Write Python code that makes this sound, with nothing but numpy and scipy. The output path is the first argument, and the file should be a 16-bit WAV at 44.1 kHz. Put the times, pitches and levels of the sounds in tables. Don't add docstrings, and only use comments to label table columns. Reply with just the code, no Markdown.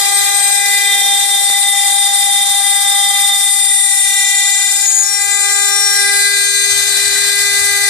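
import sys
import numpy as np
from scipy import signal
from scipy.io import wavfile
from scipy.ndimage import uniform_filter1d, minimum_filter1d

SR = 44100
rng = np.random.default_rng(int(sys.argv[2]) if len(sys.argv) > 2 else 0)


def generate_wav(signal):
    frames = np.transpose(np.atleast_2d(signal))
    scaled = np.clip(frames, -1, 1) * 32767
    pcm = np.round(scaled).astype(np.int16)
    wavfile.write(sys.argv[1], SR, pcm)


N = 347949
TIME = np.arange(N) / SR

TOOL_ORDERS = {1: (-48, -53.5, -34, -4.5, 2.5), 2: (-18.5, -28.5, -27.5, 4, -1.87),
               3: (-40.5, -43.5, -39.5, 2.5, -1.5), 4: (-38, -33, -23.5, 4, -1.18),
               5: (-25, -32.5, -24, 5.5, 0.73), 6: (-38, -33.5, -26, 5, 1.2), 7: (-45, -38, -53, 1.5, -2.5),
               8: (-32.5, -41, -45, -3, -0.5), 9: (-17.5, -21.5, -23, -4, 0.5),
               10: (-34, -34.5, -27.5, 1.5, -2), 11: (-45, -35, -24.5, 8, 0.8),
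               12: (-31, -36, -28.5, -2, -1.7), 13: (-45, -48, -31.5, 7, 0.5), 14: (-35, -32, -39, 8, 1),
               15: (-35.5, -40, -31, 8, 0.4), 16: (-45, -50, -29.5, 9, 1.24),
               17: (-32.5, -25.5, -28, 11, -3), 18: (-28.5, -27, -32.5, 9, -1.7),
               19: (-35, -50, -44, 3, 2.5), 20: (-29.5, -34, -23, 0.5, 3), 21: (-21, -28, -20, 13.5, 0.07),
               22: (-34, -36, -25.5, 9, 0.5), 23: (-40, -42, -34, 7, 0.7), 25: (-43, -47, -31.5, 9, 1.5),
               26: (-40, -53, -29.5, 2, -2)}
SHEET_SWELLS = {1: [(0.3, 2.45, 12)], 2: [(0.8, 0.38, -5.5), (5.0, 0.38, -3.5), (7.05, 1.3, -10)],
                3: [(0.1, 0.61, 9.5), (3.1, 0.82, 7.5), (5.68, 1, 10.5), (7.8, 0.64, 6)],
                4: [(0.55, 1.2, 9.5), (2.8, 0.34, 6), (4.05, 1.15, -14), (6.15, 0.58, 4.5),
                (6.9, 0.52, -3.5)], 5: [(0.23, 0.12, 3.5), (0.8, 0.38, 8.5), (1.7, 0.31, 4.5), (3.3, 1, 4),
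                (5.35, 0.41, 5.5), (6.17, 0.41, 5.5), (7.7, 0.75, 6)], 6: [(0.55, 1.0, 11), (3.2, 1.3, -4)],
                7: [(0.7, 1.0, 7)], 8: [(1.05, 0.38, 7), (3.0, 0.71, 5), (4.3, 0.56, 5)],
                9: [(0.28, 0.73, -11.5), (3.3, 0.3, 3.5), (5.05, 0.49, -9), (7.85, 0.42, -3)],
                10: [(0.5, 1.9, 7.5), (6.8, 1.5, 7.5)], 11: [(5.65, 1.05, -4)], 16: [(6.68, 0.53, 9.5)],
                20: [(0.6, 0.9, 6), (6.9, 0.65, -6)], 21: [(0.17, 0.082, 8.5), (0.5, 0.29, 8),
                (2.35, 0.81, -14)], 25: [(6.05, 0.6, 8)]}
DIRECT_ORDERS = [1, 2, 3, 4, 5, 6, 9, 10, 11, 21]
FREE_CUT_IMAGE = {1: (8.9, 0), 2: (9.3, -1.36), 5: (-1.2, 0.58), 6: (17, 2.17), 9: (9.5, 2.3),
                  10: (-0.92, -0.6)}
# middle and length in seconds, change in dB.
TOOL_SKATE = (5.0, 0.21, -3.5)
OPPOSED_SPAN = (6.48, 0.55)


def spindle(angle, shake=0.12, shake_per_order=0.027, shake_hz=22, drift=0.47, drift_hz=1.73):
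    state, out = cut_state(TIME), np.zeros((2, N))
    bite = 1 - 0.27 * state / 2
    freed = np.clip(state - .8, 0, 1)
    skate_db = swells_db([TOOL_SKATE], TIME)
    shared_shake = flutter(shake_hz * 2, TIME).real
    for order, (*levels, balance_db, lead) in TOOL_ORDERS.items():
        db = by_state(levels, state) + swells_db(SHEET_SWELLS.get(order, []), TIME)
        db += (order > 4) * skate_db
        rough = (shake + shake_per_order * order) * bite
        phase = rng.uniform(-np.pi, np.pi)
        shaken = (1 + rough * (flutter(shake_hz, TIME) + 0.42 * shared_shake)) / np.sqrt(1 + rough ** 2)
        tone = amp(db) * np.exp(1j * (order * angle + phase)) * shaken
        reflections = np.array([flutter(drift_hz, TIME), flutter(drift_hz, TIME)])
        reflections *= drift * (.3 if order in DIRECT_ORDERS else .9)
        if order in FREE_CUT_IMAGE:
            free_db, free_lead = FREE_CUT_IMAGE[order]
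            balance_db += (free_db - balance_db) * freed
            lead += (free_lead - lead) * freed
        if order == 2:
            opposed = hump(TIME, *OPPOSED_SPAN)
            balance_db *= 1 - opposed
            lead -= (np.pi + lead) * opposed
        out += (tone * (mic_gains(balance_db, lead) + reflections)).real
    return out


# time in seconds, turns per second.
SPINDLE_SPEED = [(0.0, 401.42), (0.9, 401.53), (1.44, 401.38), (2.52, 401.31), (3.48, 401.29),
                 (4.57, 401.68), (5.82, 401.76), (6.54, 401.89), (7.88, 401.81)]


def turns_per_s(t):
    return curve(SPINDLE_SPEED, t)


# time in seconds, state (0 full, 1 tight and chattering, 2 free).
CUT_COURSE = [(0, 0), (3.2, 0.13), (3.7, 0.72), (4.2, 0.98), (5.05, 1.36), (5.5, 1.85), (5.85, 1.8),
              (6.05, 2.0)]


def cut_state(t):
    return curve(CUT_COURSE, t)


CHATTER_KINDS = { "whistle": (0.45, 0.25, 6, 15, -2.04, [(-3, -14), (1, -13), (2, -18.5), (3, -16.5),
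                 (5, -9.5), (7, -21)]), "howl": (0.15, 0, 3, 1, 1.34, [(-1, -23.5), (1, -12), (2, -21),
                 (3, -20.5), (4, -6), (5, -10), (6, -15.5), (9, -16)]),
                 "screech": (0.56, 0.71, 3.4, 9, 2, [(-5, -17.5), (-1, -12), (1, -5.5), (2, -8), (3, -7),
                 (4, -15), (5, -10.5)]), "shriek": (0.39, 0.28, 3.2, 9.5, -1.25, [(1, -10.5), (4, -20)]),
                 "squeak": (0.22, 0.14, 1.9, 9.3, 1.4, [(-1, -20), (3, -10), (7, -4.5)]),
                 "rasp": (1.5, 1, 2.7, 4.2, 0.37, [(-1, -3), (5, 3), (15, 1), (16, -1)])}
CHATTER_OVERTONES = {"howl": [(3, -14.5), (4, -16), (5, -14)]}
# kind, middle in seconds, length in seconds, pitch in Hz,
# glide in Hz per second, relative level in dB.
CHATTER_BURSTS = [("whistle", 2.32, 2.25, 8724, -2, -17), ("whistle", 3.75, 0.64, 8709, -18, -11),
                  ("howl", 3.78, 0.32, 1965, 8.6, -27), ("howl", 4.35, 0.76, 1978, 27, -19.5),
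                  ("screech", 4.47, 1.05, 7155, 0, -19.5), ("shriek", 4.96, 0.21, 6793, 39, -10.5),
                  ("squeak", 5.122, 0.098, 5585, 0, -15.5), ("screech", 5.42, 0.6, 7155, 0, -19),
                  ("squeak", 5.52, 0.16, 5592, 0, -26), ("squeak", 5.875, 0.28, 5595, -8, -14.5),
                  ("howl", 6.09, 0.17, 1990, 0, -26.5), ("rasp", 7.15, 0.55, 1938, 0, -35.5),
                  ("rasp", 7.8, 0.35, 1935, 0, -38)]


def chatter(angle, rough_hz=18, waver_hz=2.6, full_cut_waver_hz=15, haze_hz=220):
    out = np.zeros((2, N))
    for kind, middle, length, pitch_hz, glide, level_db in CHATTER_BURSTS:
        rough, haze, squareness, balance_db, lead, sidebands = CHATTER_KINDS[kind]
        on = abs(TIME - middle) < length
        t = TIME[on]
        unsettled = np.clip(1 - 2 * cut_state(t), 0, 1)
        waver = (waver_hz + full_cut_waver_hz * unsettled) * flutter(rough_hz, t).real
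        hz = pitch_hz + glide * (t - middle) + waver
        rough = rough + unsettled
        shaken = (1 + rough * flutter(rough_hz, t)) / np.sqrt(1 + rough ** 2)
        swing = np.exp(2j * np.pi * np.cumsum(hz) / SR)
        tone = amp(level_db) * hump(t, middle, length, squareness) * shaken * swing
        smear = 1 + haze * np.array([flutter(haze_hz, t), flutter(haze_hz, t)])
        out[:, on] += (tone * smear * mic_gains(balance_db, lead)).real
        for multiple, db in CHATTER_OVERTONES.get(kind, []):
            out[:, on] += (amp(db) * tone * swing ** (multiple - 1) * mic_gains(balance_db, 0)).real
        for offset, db in sidebands:
            phase, side_lead = rng.uniform(-np.pi, np.pi, 2)
            chop = np.exp(1j * (offset * angle[on] + phase)) * (1 + rough / 2 * flutter(rough_hz, t))
            out[:, on] += (amp(db) * tone * chop * mic_gains(balance_db * 2.2, side_lead / 2)).real
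    return out


# frequency in Hz, relative noise density in dB in the full, tight and free cut.
GRIT_SPECTRUM = [(378, -69.5, -70, -75), (780, -50, -55, -59.5), (1140, -62.5, -61, -82),
                 (1560, -64, -57, -53), (2030, -49, -56, -52), (2320, -50.5, -56.5, -54.5),
                 (3020, -59, -61.5, -62), (3880, -45.5, -58, -47), (4100, -49.5, -59, -55.5),
                 (5830, -55.5, -49.5, -55.5), (7400, -52.5, -51.5, -51), (8730, -40, -41, -42.5),
                 (8860, -60, -39, -55), (10440, -51, -53.5, -58.5), (12600, -59, -65, -55),
                 (14300, -76, -74, -72)]


def grit(hz, off_ridge_hz, state, speed, ridge_hz=58):
    ridges = (hz > speed / 2) / (1 + (off_ridge_hz / ridge_hz) ** 2) ** 2
    return amp(spectrum_db(GRIT_SPECTRUM, hz, state)) * ridges


# frequency in Hz, relative noise density in dB in the full, tight and
SPRAY_SPECTRUM = [(25, -79, -82, -76), (58, -76, -74, -77), (86.5, -64.5, -63, -65), (150, -78, -80, -65.5),
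                  (239, -77, -76, -68), (610, -66, -71.5, -64.5), (1530, -69.5, -72.5, -65.5),
                  (1930, -59, -79, -55.5), (2240, -63.5, -99, -76), (2420, -66, -85, -62),
                  (2930, -76.5, -67, -61), (3370, -58, -79, -67), (3830, -53, -60, -59.5),
                  (4300, -61, -65, -56), (6000, -58.5, -63.5, -60), (7700, -55, -57, -55.5),
                  (10250, -56, -57, -56.5), (13160, -64, -66, -69.5), (13900, -68, -62, -58.5),
                  (14300, -76, -84, -80)]


def spray(hz, off_ridge_hz, state, speed, valley_db=7, valley_below_hz=5500):
    between = np.sin(np.pi * off_ridge_hz / speed) ** 2 * (hz > speed)
    midrange = 1 / (1 + (hz / valley_below_hz) ** 6)
    thinning_db = valley_db * between * midrange * by_state((.6, 1, .3), state)
    return amp(spectrum_db(SPRAY_SPECTRUM, hz, state) - .5 - thinning_db)


# time in seconds, relative strength in dB.
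SPLASH_STRENGTH = [(0, 1.5), (.45, 1), (.7, -0.5), (1.3, -0.5), (3.1, 0), (4.8, -0.5), (5, -5), (5.3, -4.5),
                   (5.9, -1), (6.3, -4), (6.7, -1.5), (7.15, 0.5), (7.55, -1.2), (7.89, -0.5)]
# middle in seconds, length in seconds, rise in dB.
RUMBLE_SURGES = [(6.773, 0.24, 11), (7.45, 0.84, 10.5)]
# frequency in Hz, width in Hz, depth in dB.
HISS_DIPS = [(962, 44, 7.5), (1750, 34, 9), (2220, 57, 9), (13340, 360, 6.5)]
# frequency in Hz, coherence, left lead in radians,
# left over right in dB.
HISS_IMAGE = [(30, 0.18, 2, 7), (111.5, 0.95, 3.07, 1), (250, 0.89, 3.07, 1), (550, 0.81, 3.6, 2),
              (1030, 0.55, 3.77, 5), (1620, 0.19, 5.9, 5), (2640, 0.67, 9.38, 1), (3410, 0.36, 12.6, 1),
              (4260, 0.47, 15.7, -3), (5050, 0.21, 18.7, 2.5), (6500, 0.16, 23.3, 7), (8560, 0.15, 28.1, 5),
              (12600, 0.2, 30.76, 0)]


def hiss(lags_hz=(36, 12, 62), slip=0.0099, patchy_db=2, flicker_db=1.5, splash_hz=4500, rumble_hz=125):
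    frames = dict(fs=SR, nperseg=2048, noverlap=1536)
    white = rng.standard_normal((2, N)) * np.sqrt(SR / 2)
    hz, t, (shared, separate) = signal.stft(white, **frames)
    hz, state, speed = hz[:, None], cut_state(t), turns_per_s(t)
    lag_hz = by_state(lags_hz, state) + slip * hz * by_state((0, 1, 0), state)
    off_ridge_hz = (hz + lag_hz + speed / 2) % speed - speed / 2
    bass = 1 / (1 + (hz / rumble_hz) ** 6)
    surge_db = bass * (hz > 50) * swells_db(RUMBLE_SURGES, t)
    splash_db = curve(SPLASH_STRENGTH, t) * (0.49 + 1 / (1 + (hz / splash_hz) ** 2)) * (1 - bass)
    wash = spray(hz, off_ridge_hz, state, speed) * amp(splash_db + surge_db)
    scratch = grit(hz, off_ridge_hz, state, speed) * amp(splash_db / 2)
    patches = uniform_filter1d(rng.standard_normal(shared.shape), size=12, axis=0)
    patches = uniform_filter1d(patches, size=4, axis=1)
    uneven_db = patchy_db * patches / patches.std() + flicker_db * rng.standard_normal(len(t))
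    dips_db = sum(depth * np.exp(-((hz - centre) / width) ** 2) for centre, width, depth in HISS_DIPS)
    level = np.hypot(wash, scratch) * amp(uneven_db - dips_db)
    coherence, lead, balance_db = (curve(HISS_IMAGE, hz, column) for column in (1, 2, 3))
    right = coherence * shared + np.sqrt(1 - coherence ** 2) * separate
    pair = np.array([shared, right]) * mic_gains(balance_db, lead)
    return signal.istft(pair * level, **frames)[1][:, :N]


def pulsing(noise, angle, throb=0.16, sputter=0.16, sputter_hz=60, above_hz=5000):
    treble = signal.sosfiltfilt(signal.butter(2, above_hz, "high", fs=SR, output="sos"), noise)
    return noise + treble * (throb * np.cos(angle) + sputter * flutter(sputter_hz, TIME).real)


CHIP_SPAN = (7.13, 0.42)
SHEET_BANDS = [(1450, 2400), (3600, 5000)]


def chipping(gain_db=1, peak_chips_per_s=160):
    breaks = rng.random(N) < peak_chips_per_s / SR * hump(TIME, *CHIP_SPAN)
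    strength = np.minimum(rng.exponential(1, N), 2)
    snaps = amp(gain_db) * breaks * strength * rng.uniform(.5, 1, (2, N))
    rings = (signal.butter(2, band, "band", fs=SR, output="sos") for band in SHEET_BANDS)
    return sum(signal.sosfilt(ring, snaps) for ring in rings)


# start in seconds, level of the push in dB, frequency in Hz above which it turns dull.
KNOCK_PUSH = (1.501, -3, 3500)


def knock(decay_s=0.00017):
    start, db, dull_hz = KNOCK_PUSH
    push = amp(db) * (TIME >= start) * np.exp(-abs(TIME - start) / decay_s)
    band = signal.butter(1, [550, dull_hz], "band", fs=SR, output="sos")
    return signal.sosfilt(band, push) * np.array([[1], [.5]])


def amp(db):
    return 10 ** (np.asarray(db) / 20)


def curve(rows, t, column=1):
    rows = np.asarray(rows, float)
    return np.interp(t, rows[:, 0], rows[:, column])


def by_state(levels, state):
    return sum(level * np.maximum(1 - abs(state - k), 0) for k, level in enumerate(levels))


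def spectrum_db(rows, hz, state):
    return by_state([curve(rows, hz, column) for column in (1, 2, 3)], state)


def hump(t, middle, length, squareness=3.2):
    return .5 ** np.minimum(abs(2 * (t - middle) / length) ** squareness, 20)


def swells_db(rows, t):
    return sum(db * hump(t, middle, length) for middle, length, db in rows)


def flutter(width_hz, t, size=16384):
    hz = np.fft.fftfreq(size, TIME[-1] / size)
    white = rng.standard_normal(size) + 1j * rng.standard_normal(size)
    motion = np.fft.ifft(white / (1 + (hz / width_hz) ** 2))
    return np.interp(t, np.linspace(0, TIME[-1], size), motion / motion.std())


def mic_gains(balance_db, lead):
    left = np.atleast_1d(amp(balance_db) * np.exp(1j * lead))
    return np.array([left, np.ones_like(left)]) * np.sqrt(2 / (1 + abs(left) ** 2))


def scene():
    angle = 2 * np.pi * np.cumsum(turns_per_s(TIME)) / SR
    tones = amp(2.0) * spindle(angle) + amp(4.0) * chatter(angle)
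    return tones + pulsing(hiss(), angle) + chipping() + knock()


def record(dry, limiter_samples=200, edge_hz=14600):
    headroom = minimum_filter1d(1 / np.maximum(abs(dry), 1), limiter_samples, axis=1)
    limited = dry * uniform_filter1d(headroom, limiter_samples, axis=1)
    lowpass = signal.firwin(511, edge_hz, window=("kaiser", 9), fs=SR)
    return signal.oaconvolve(limited, lowpass[None], "same")


dry = scene()
out = record(dry)
generate_wav(out)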